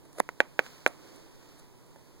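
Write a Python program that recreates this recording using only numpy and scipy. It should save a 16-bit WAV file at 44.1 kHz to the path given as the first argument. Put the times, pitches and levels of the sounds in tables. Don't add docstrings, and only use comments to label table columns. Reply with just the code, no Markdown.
import sys
import numpy as np
from scipy import signal
from scipy.fft import rfft, irfft
from scipy.io import wavfile
from scipy.ndimage import uniform_filter1d

SR = 44100
rng = np.random.default_rng(int(sys.argv[2]) if len(sys.argv) > 2 else 0)


def put_to_file(sound):
    columns = np.atleast_2d(sound).T
    safe = np.clip(columns, -1, 1)
    whole_steps = np.round(safe * 32767)
    wavfile.write(sys.argv[1], SR, whole_steps.astype(np.int16))


N = 97020
BIN_HZ = np.fft.rfftfreq(N, 1 / SR)

# start in seconds, level in dB, contact cutoff in Hz, pitch ratio,
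# gains in dB of the bass, middle and upper modes and of the crack, ratio of ring length.
SHELL_CLICKS = [(0.29, -20.5, 2600, 0.90, -2.5, 15.5, 6, -22, 1.35),
                (0.4036, 2.5, 3450, 1.057, -4.5, -2.5, -6, -32, 1.17),
                (0.592, 0.16, 3150, 1.023, -3, -1.5, -1, -29, 1.03),
                (0.6638, -31.5, 3950, 1, -4, 9.5, -7, -15, 1.3),
                (0.8634, -0.5, 2900, 1.003, -1.5, 3, 4, -28, 1.04),
                (1.9597, -43.5, 1660, 1.08, 8.5, -4, -2, -25, 2.7)]
# frequency in Hz, level in dB, T60 in seconds.
SHELL_MODES = [(340, -23.5, .013), (510, -9.5, 0.014), (610, -16, 0.013), (790, -16, 0.021),
               (1088, -21, 0.012), (1488, -8.5, 0.012), (1620, -10.5, .0097), (2114, -13, 0.0092),
               (2330, -18.5, 0.015), (3750, -24.5, 0.0085), (4760, -13.5, 0.0078)]
REGISTER_BORDERS_HZ = [950, 1300, 2000]
# frequency in Hz, relative level in dB.
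CRACK_SPECTRUM = [(500, -18), (2500, 11), (4500, 5.5), (7000, 3), (10000, -5.5), (15500, -3.5)]
CRACK_T60_S, SNAP_T60_S, SNAP_DB = 0.026, 0.0025, 0.5


def shell_clicks():
    out = 0
    for start, db, contact_hz, pitch, bass_db, middle_db, upper_db, crack_db, length in SHELL_CLICKS:
        spot_db = [bass_db, middle_db, 0, upper_db]
        modes = [(hz * pitch, mode_db + spot_db[np.searchsorted(REGISTER_BORDERS_HZ, hz)], t60 * length)
                 for hz, mode_db, t60 in SHELL_MODES]
        contact = signal.butter(4, contact_hz, fs=SR, output="sos")
        shell = signal.sosfilt(contact, -ring(start, modes))
        crack_envelope = fade(start, CRACK_T60_S) + undb(SNAP_DB) * fade(start, SNAP_T60_S)
        crack = undb(crack_db) * crack_envelope * noise(CRACK_SPECTRUM)
        out = out + undb(db) * (through_case(shell + crack) + case_rattle(start))
    return out


# frequency in Hz, relative level in dB.
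PUSH_SPECTRUM = [(40, -44), (100, -23), (200, -5), (350, -4), (580, 0), (950, -4), (1450, -13), (2000, -10),
                 (2900, -38), (6000, -49), (16000, -77)]
# frequency in Hz, level in dB, T60 in seconds.
CASE_MODES = [(1070, -19.5, 0.011), (3560, -32, 0.0077), (4850, -42, .011)]
BUMP_START_S, PUSH_DB, BUMP_RATTLE_DB = .2020, 24.5, -13.5


def fingertip_bump():
    cepstrum = irfft(np.log(undb(PUSH_DB + at_hz(PUSH_SPECTRUM))), N)
    cepstrum[1:N // 2] *= 2
    cepstrum[N // 2 + 1:] = 0
    pulse = irfft(np.exp(rfft(cepstrum)), N)
    push = np.roll(pulse, int(BUMP_START_S * SR))
    thud = through_case(ring(BUMP_START_S, CASE_MODES) - push, left_first=True)
    return thud + undb(BUMP_RATTLE_DB) * case_rattle(BUMP_START_S)


# frequency in Hz, relative level in dB.
RATTLE_SPECTRUM = [(60, -51), (250, 6), (500, 7.5), (850, 5), (1600, 0), (2400, 1), (3500, -16.5),
                   (7000, -24.5), (15000, -49)]
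RATTLE_DB, RATTLE_RISE_S, RATTLE_T60_S = -20.5, .003, 0.034
ROOM_DB, ROOM_T60_S = -43, 0.25


def case_rattle(start):
    decay = undb(RATTLE_DB) * fade(start, RATTLE_T60_S) + undb(ROOM_DB) * fade(start, ROOM_T60_S)
    build_up = 1 - np.exp(-(since(start) / RATTLE_RISE_S) ** 2)
    return build_up * decay * diffuse(RATTLE_SPECTRUM, LEFT_DB)


# peak time in seconds, level in dB,
# rise and fall time constants in seconds, relative level of the case's response in dB.
FINGER_SLIPS = [(0.0525, -58.5, 0.0006, 0.0057, 9), (0.1305, -48, 0.00059, 0.0011, -19),
                (0.190, -51, 0.023, 0.0034, 1), (0.1852, -44, 0.0014, 0.0024, 12.5),
                (0.1992, -38, 0.0033, 0.00097, 5), (0.2019, -17, 0.00086, 0.00038, -4.5),
                (0.8759, -30.5, .0005, 0.0028, 1), (0.8850, -61.5, .004, 0.045, 13.5),
                (1.16, -51.5, 0.0019, 0.005, -20), (1.599, -53.5, 0.013, 0.0027, -5.5),
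                (1.865, -56.5, .0006, 0.0019, -20), (1.961, -58.5, .0005, 0.003, 6)]
# frequency in Hz, relative level in dB.
SLIP_SPECTRUM = [(300, 11.5), (1500, 0.5), (2800, -13), (3700, 5), (4600, -2.5), (7200, 2.5), (10000, 6),
                 (12500, -6.5), (15500, -9)]
BODY_SPECTRUM = [(80, -9), (330, -2.5), (600, 9), (1000, -3.5), (1600, -2.5), (3000, -19.5), (12000, -28.5)]


def finger_scrapes():
    bright, body = 0, 0
    for peak_s, db, rise_s, fall_s, body_db in FINGER_SLIPS:
        t = since(peak_s)
        burst = undb(db) * np.exp(-np.abs(t) / np.where(t < 0, rise_s, fall_s))
        bright = bright + burst
        body = body + undb(body_db) * burst
    return bright * diffuse(SLIP_SPECTRUM, left_db=-2) + body * diffuse(BODY_SPECTRUM, left_db=-3.5)


# time in seconds, level in dB.
SLIDE_LEVELS = [(0, -65.5), (.58, -61.5), (.65, -50.5), (.76, -54), (.85, -56.5), (.96, -58.5), (1.08, -55),
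                (1.17, -56.5), (1.3, -59.5), (1.42, -59.5), (1.5, -57.5), (1.62, -60.5), (1.7, -65.5),
                (2.2, -63)]
# frequency in Hz, relative level in dB.
SLIDE_SPECTRUM = [(150, 9.5), (600, 5.5), (1200, 6.5), (2000, 3.5), (2900, -0.5), (4500, 3), (6800, -2.5),
                  (9500, -7), (15500, -11)]
SLIDE_BORDERS_HZ = [1220, 3500, 6800]
SLIDE_DRIFT_DB, SLIDE_GRAIN_DB = 0.1, 1


def skin_slide():
    friction = rfft(diffuse(SLIDE_SPECTRUM, left_db=-2.5))
    band = np.searchsorted(SLIDE_BORDERS_HZ, BIN_HZ)
    rub = sum(irfft(friction * (band == k), N) * undb(SLIDE_DRIFT_DB * wobble(samples=3000))
              for k in range(len(SLIDE_BORDERS_HZ) + 1))
    grain = undb(SLIDE_GRAIN_DB * wobble(samples=110))
    return envelope(SLIDE_LEVELS) * grain * rub


# time in seconds, level in dB.
GRIP_LEVELS = [(0, -60), (.5, -64), (.88, -61), (1.0, -55), (1.14, -52), (1.3, -57.5), (1.6, -66),
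               (2.2, -64.5)]
# frequency in Hz, relative level in dB.
GRIP_SPECTRUM = [(80, -29), (220, -10), (300, 6), (440, 2), (700, -8.5), (1400, -44), (4000, -35.5)]


def grip_rustle():
    return envelope(GRIP_LEVELS) * diffuse(GRIP_SPECTRUM, left_db=-9.5)


# frequency in Hz, relative level in dB.
ROOM_TONE_SPECTRUM = [(20, 7), (50, -3), (90, 0), (145, 5.5), (200, -4), (290, 0), (480, -5.5), (760, -12),
                      (950, -4), (1300, -18.5), (2500, -26.5), (6000, -46), (16000, -41.5)]
HISS_SPECTRUM = [(200, 7.5), (2000, 0), (4500, -2), (7000, -1.5), (10000, -1.5), (15500, -7)]
ROOM_TONE_DB, HISS_DB = -55.5, -65


def background():
    room_tone = undb(ROOM_TONE_DB) * diffuse(ROOM_TONE_SPECTRUM, left_db=-4.0)
    hiss = undb(HISS_DB) * diffuse(HISS_SPECTRUM, left_db=-1.5)
    return room_tone + hiss


# frequency in Hz, correlation.
CAPSULE_COHERENCE = [(120, 0.71), (400, 0.68), (800, 0.72), (1500, 0.17), (3000, 0.011)]
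WIDENING_DELAY_S, LEFT_DB = 16 / SR, -4.5


def widening():
    delay = np.exp(-2j * np.pi * BIN_HZ * WIDENING_DELAY_S)
    return delay, at_hz(CAPSULE_COHERENCE)


def through_case(x, left_first=False):
    delay, coherence = widening()
    if left_first:
        return np.array([undb(LEFT_DB) * x, irfft(-delay * rfft(x), N)])
    all_pass = (coherence - delay) / (1 - coherence * delay)
    return np.array([undb(LEFT_DB) * irfft(rfft(x) * all_pass, N), x])


def diffuse(spectrum, left_db):
    delay, coherence = widening()
    mid_power = (1 + coherence) * np.abs(1 - delay) ** 2
    side_power = (1 - coherence) * np.abs(1 + delay) ** 2
    mid_share = mid_power / (mid_power + side_power)
    mid = rfft(noise(spectrum)) * np.sqrt(mid_share)
    side = rfft(noise(spectrum)) * np.sqrt(1 - mid_share)
    left_gain = undb(left_db * np.sqrt(2 * mid_share))
    return irfft(np.array([left_gain * (mid + side), mid - side]), N)


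def ring(start, modes):
    t = since(start)
    return sum(undb(db) * fade(start, t60) * np.cos(2 * np.pi * hz * t) for hz, db, t60 in modes)


def noise(spectrum):
    x = irfft(rfft(rng.standard_normal(N)) * undb(at_hz(spectrum)), N)
    return x / x.std()


def wobble(samples):
    x = uniform_filter1d(rng.standard_normal(N), size=samples, mode="wrap")
    x = uniform_filter1d(x, size=samples // 2, mode="wrap")
    return x / x.std()


def fade(start, t60):
    t = since(start)
    return (t >= 0) * np.exp(-np.log(1000) * np.abs(t) / t60)


def envelope(levels):
    return undb(np.interp(since(0), *np.array(levels).T))


def at_hz(points):
    hz, values = np.array(points, float).T
    return np.interp(np.log(np.maximum(BIN_HZ, 1)), np.log(hz), values)


def since(start):
    return np.arange(N) / SR - start


def undb(db):
    return 10 ** (np.asarray(db) / 20)


def scene(low_cut_hz=217):
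    touches = shell_clicks() + fingertip_bump() + finger_scrapes()
    low_cut = signal.butter(2, low_cut_hz, "high", fs=SR, output="sos")
    return signal.sosfilt(low_cut, touches) + skin_slide() + grip_rustle() + background()


def record(dry, ceiling=.95, top_hz=16000):
    rounded = dry / (1 + (dry / ceiling) ** 8) ** (1 / 8)
    return signal.sosfilt(signal.ellip(8, .2, 70, top_hz, fs=SR, output="sos"), rounded)


dry = scene()
out = record(dry)
put_to_file(out)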